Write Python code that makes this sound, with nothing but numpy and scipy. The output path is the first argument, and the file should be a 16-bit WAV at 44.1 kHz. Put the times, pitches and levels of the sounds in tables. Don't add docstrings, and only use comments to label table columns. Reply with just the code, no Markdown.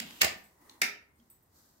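import sys
import numpy as np
from scipy import signal
from scipy.fft import rfft, irfft, next_fast_len
from scipy.io import wavfile
from scipy.ndimage import uniform_filter1d

SR = 44100
rng = np.random.default_rng(int(sys.argv[2]) if len(sys.argv) > 2 else 0)


def unload_wav(signal):
    wavfile.write(
        sys.argv[1],
        SR,
        np.round(np.clip(np.atleast_2d(signal).T, -1, 1) * 32767).astype(np.int16),
    )


N = 79380
TIME = np.arange(N) / SR
SIZE = next_fast_len(2 * N)
FREQS = np.maximum(np.arange(SIZE // 2 + 1) * SR / SIZE, 1)

# start in seconds, level in dB, brightness in dB per octave.
TUBE_HITS = [(0.001, -32, 0.5), (0.022, -47, 1), (0.108, -49, -2), (0.2128, -25, -0.5),
             (0.2173, -15, -0.06), (0.2215, -21.5, -1), (0.2315, -27, -1), (0.2432, -28.5, 0.5),
             (0.2472, -25, 2), (0.288, -59, 1.5)]
PANEL_HITS = [(0.005, -42.5, -1), (0.05, -46, -6.5), (0.36, -51.5, -9), (0.83, -43, 3), (1.19, -61, -7.5)]
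CASE_HITS = [(0.022, -48.5, -3), (0.231, -27.5, 2), (0.2455, -27.5, 2), (0.265, -38.5, -4.5),
             (0.318, -47.5, -5)]
ZIP_HITS = [(0.325, -60, -11), (0.372, -62.5, 4), (0.44, -63, -7), (1.157, -76.5, -9.5), (1.3, -57.5, -3.5),
            (1.425, -71, 2)]
LOCK_HITS = [(0.8172, -21.5, 1), (0.8196, -22.5, 0.3), (0.8225, -30, -4.5)]
# start in seconds, level in dB, pitch in Hz.
PIN_TAPS = [(0.2096, -38, 2970), (0.696, -51.5, 4053), (1.199, -72, 3260)]

# frequency in Hz, gain in dB.
TUBE_EQ = [(50, -37), (200, -17.5), (390, -20), (520, -11), (680, -22.5), (1100, -11.5), (1300, -12),
           (1900, 0.5), (2700, -3), (3600, -8), (5000, -5.5), (6000, -10), (7400, -5), (9000, -14.5),
           (15000, -20)]
PANEL_EQ = [(70, -29), (160, -8), (240, 3), (330, -10), (600, -21), (3000, -50)]
CASE_EQ = [(30, -40.5), (75, -6), (200, -5.5), (500, -8.5), (690, 3), (900, -8.5), (1150, -7.5),
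           (2000, -26)]
ZIP_EQ = [(2500, -15.5), (4800, -15), (6500, -39), (8500, 5.5), (10500, -10), (13500, 13), (16000, -11)]
LOCK_EQ = [(100, -58.5), (240, -14), (340, -28), (415, -10), (520, -22), (800, -10), (1080, -25.5),
           (1300, -7.5), (1750, -4), (2150, 1.5), (3000, -9), (4000, -14), (5300, -7), (7500, -15),
           (15000, -24)]
FABRIC_EQ = [(60, -6), (220, 10.5), (600, 1), (1500, 2.5), (2600, -13.5), (4200, 2), (7800, 2), (10000, -5),
             (14000, 4), (16000, -5)]
AIR_EQ = [(25, -17.5), (70, 3), (150, -3.5), (300, -6), (600, -11.5), (1100, -14.5), (2000, -23),
          (5000, -31), (16000, -25.5)]
# multiple of its pitch, gain in dB.
TAP_EQ = [(.1, -32), (.85, -6.5), (1, 2.5), (1.2, -12), (1.55, -5.5), (3, -29.5)]

# frequency in Hz, level in dB, T60 in seconds.
TUBE_RING = [(1790, -3, .42), (1951, 0, .3), (2240, -3, .25), (2503, 0, .2), (2790, 0, .2), (3125, -6, .24),
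             (4718, -6, .2), (4865, -4, .22), (4998, -4, .24)]
CASE_RING = [(81, -9, .25), (187, -2, .25), (652, 0, .22), (747, -1, .16), (1184, -7, .15)]
ZIP_RING = [(7950, -3, .22), (8935, -2, .2), (13240, -1, .2), (14530, 0, .2), (15395, -1, .2)]
LOCK_RING = [(420, -19, .18), (754, -18, .22), (1556, -9, .28), (1943, -4, .16), (2094, 0, .2),
             (2140, -10, .6), (2160, -12, .55), (2188, 0, .2), (2562, -7, .17), (2955, -10, .22),
             (4877, -10, .22), (5250, -7, .2)]
# centre in Hz, width in Hz, gain in dB.
SLIDE_PEAKS = [(302, 117, 2), (976, 360, 0), (1930, 200, -4)]

# time in seconds, level in dB.
GRIND_FADER = [(0, -47), (0.08, -53.5), (0.202, -59.5), (0.211, -39), (0.23, -110)]
SLIDE_FADER = [(0, -61.5), (0.15, -63.5), (0.55, -74), (0.62, -63.5), (0.72, -61.5), (0.81, -67),
               (0.86, -79.5)]
FABRIC_FADER = [(0, -57), (0.2, -56), (0.4, -66), (0.55, -75.5), (1.13, -105), (1.19, -74), (1.28, -77.5),
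                (1.49, -81.5), (1.57, -63.5), (1.68, -67.5), (1.8, -72.5)]

# frequency in Hz, T60 in seconds.
ROOM_DECAY = [(100, .36), (500, 0.45), (2000, 0.36), (5000, 0.3), (9000, 0.2), (15000, 0.28)]
# frequency in Hz, left minus right in dB.
STEREO_LEAN = [(200, 0), (650, -8.5), (1900, 4), (5000, -5), (9000, 3.5), (13000, -12.5)]

DIFFUSE_MONO_HZ, DIRECT_MONO_HZ = 450, 2060


def undb(db):
    return 10 ** (np.asarray(db) / 20)


def unit(x):
    return x / np.sqrt(np.mean(np.sum(x ** 2, axis=-1)))


def curve(points):
    hz, values = np.array(points).T
    return np.interp(np.log(FREQS), np.log(hz), values)


def fader(points):
    return undb(np.interp(TIME, *np.array(points).T))


def decay(t60):
    return np.exp(-np.log(1000) * TIME / max(t60, 1e-4))


def drift(rate_hz):
    return np.interp(TIME * rate_hz, np.arange(N), rng.standard_normal(N))


def friction(rate_hz, spread_db):
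    return undb(spread_db * drift(rate_hz))


def equalise(x, eq_db):
    cepstrum = irfft(np.log(undb(eq_db)), SIZE)
    cepstrum[1:SIZE // 2] *= 2
    cepstrum[SIZE // 2 + 1:] = 0
    return irfft(rfft(x, SIZE) * np.exp(rfft(cepstrum)), SIZE)[..., :N]


def noise(mono_hz=DIFFUSE_MONO_HZ):
    mid, side = rfft(rng.standard_normal((2, SIZE)))
    alike = .92 / (1 + (FREQS / mono_hz) ** 4)
    spectrum = mid * np.sqrt(1 + alike) + np.array([[1], [-1]]) * side * np.sqrt(1 - alike)
    return irfft(spectrum, SIZE)[:, :N]


def wash(eq_db):
    return unit(equalise(noise(), eq_db)) * np.sqrt(N)


def burst(envelope):
    spectrum = rfft(noise(DIRECT_MONO_HZ) * envelope, SIZE)
    power = uniform_filter1d(np.abs(spectrum) ** 2, size=2800, axis=1)
    return irfft(spectrum / np.sqrt(power + 1e-12), SIZE)[:, :N]


def ring(modes, jitter, waver_hz=90):
    out = 0
    for (hz, db, t60), (phase, apart) in zip(modes, rng.uniform(-0.91, 1, (len(modes), 2))):
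        width = min(hz / DIFFUSE_MONO_HZ / 2, 1)
        phases = np.pi * (phase + np.array([[0], [apart]]) * width)
        cycles = hz * np.cumsum(1 + jitter * drift(waver_hz + 2 * jitter * hz)) / SR
        waver = friction(waver_hz, spread_db=3.5)
        out = out + undb(db) * unit(np.sin(2 * np.pi * cycles + phases) * decay(t60) * waver)
    return unit(out)


def room(gap_s=0.0027, build_s=0.01):
    spectrum, tail = rfft(noise(), SIZE), 0
    for hz, t60 in ROOM_DECAY:
        band = curve([(f, float(f == hz)) for f, _ in ROOM_DECAY])
        tail = tail + irfft(spectrum * band, SIZE)[:, :N] * decay(t60)
    return unit(tail * np.clip((TIME - gap_s) / build_s, 0, 1))


def place(x, pan_db, left_lag_s=.00024):
    lean = undb((curve(STEREO_LEAN) + pan_db) / 2)
    gains = np.array([lean * np.exp(-2j * np.pi * FREQS * left_lag_s), 1 / lean])
    return irfft(rfft(x, SIZE) * gains, SIZE)[:, :N]


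def strikes(hits, eq, modes, crack_t60, ring_db, room_db, pan_db, jitter=.0012):
    cracks, rings = np.zeros((2, 2, N))
    eq_db = curve(eq)
    centre_hz = np.average(FREQS, weights=undb(eq_db) ** 2)
    octaves = np.clip(np.log2(FREQS / centre_hz), -2, 2)
    lead = int(.004 * SR)
    graze = undb(-10) * np.linspace(0, 1, lead) ** 3
    for start_s, db, brightness in hits:
        hardness = undb(db + 11)
        envelope = np.r_[graze, decay(crack_t60 / (1 + hardness))][:N]
        crack = unit(equalise(burst(envelope), eq_db + brightness * octaves))
        delay = ((0, 0), (int(start_s * SR), lead))
        cracks += undb(db) * np.pad(crack, delay)[:, lead:lead + N]
        if modes:
            tilted = [(hz, mode_db + brightness * np.interp(hz, FREQS, octaves), t60)
                      for hz, mode_db, t60 in modes]
            rings += undb(db + ring_db) * np.pad(ring(tilted, jitter), delay)[:, :N]
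    echo = undb(room_db) * signal.fftconvolve(cracks, room(), axes=1)[:, :N]
    return (place(cracks + rings, pan_db) + echo) * np.sqrt(SR / 200)


def room_tone():
    return undb(-71) * wash(curve(AIR_EQ))


def edge_grind(centre_hz=3080, width_hz=1700):
    band_db = -20 * np.log10(1 + (2 * (FREQS - centre_hz) / width_hz) ** 2)
    return wash(band_db) * fader(GRIND_FADER) * friction(rate_hz=450, spread_db=2.5)


def tube_slide():
    peaks = sum(undb(db) / (1 + 2 * ((FREQS - hz) / width) ** 2) for hz, width, db in SLIDE_PEAKS)
    hollow = wash(20 * np.log10(peaks))
    hiss = undb(-2.5) * wash(curve([(500, -10.5), (3000, -7.5), (7000, -3.5), (16000, -2)]))
    return (hollow + hiss) * fader(SLIDE_FADER) * friction(rate_hz=58, spread_db=1)


def fabric_rustle():
    return wash(curve(FABRIC_EQ)) * fader(FABRIC_FADER) * friction(rate_hz=600, spread_db=1)


def tube_clacks():
    return strikes(TUBE_HITS, TUBE_EQ, TUBE_RING, crack_t60=0.019, ring_db=-10, room_db=-6, pan_db=-2.8)


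def panel_booms():
    return strikes(PANEL_HITS, PANEL_EQ, [], crack_t60=0.079, ring_db=0, room_db=-3.5, pan_db=0)


def case_thumps():
    return strikes(CASE_HITS, CASE_EQ, CASE_RING,
                   crack_t60=0.0642, ring_db=-5, room_db=-9, pan_db=-1.5, jitter=.014)


def pin_ticks(ring_t60=.05):
    out = 0
    for start_s, db, hz in PIN_TAPS:
        eq = [(hz * multiple, gain_db) for multiple, gain_db in TAP_EQ]
        out = out + strikes([(start_s, db, 0)], eq, [(hz, 0, ring_t60)],
                            crack_t60=0.015, ring_db=-1.5, room_db=-3.5, pan_db=1)
    return out


def zip_tinkles():
    return strikes(ZIP_HITS, ZIP_EQ, ZIP_RING,
                   crack_t60=0.097, ring_db=4, room_db=2.5, pan_db=4.5, jitter=.01)


def lock_snap():
    return strikes(LOCK_HITS, LOCK_EQ, LOCK_RING, crack_t60=0.025, ring_db=-7, room_db=-3, pan_db=2)


def scene():
    rubbing = edge_grind() + tube_slide() + fabric_rustle()
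    hits = tube_clacks() + panel_booms() + case_thumps() + pin_ticks() + zip_tinkles() + lock_snap()
    return room_tone() + rubbing + hits


def record(dry, top_hz=15750):
    return signal.sosfilt(signal.ellip(10, .2, 70, top_hz, fs=SR, output="sos"), dry)


dry = scene()
out = record(dry)
unload_wav(out)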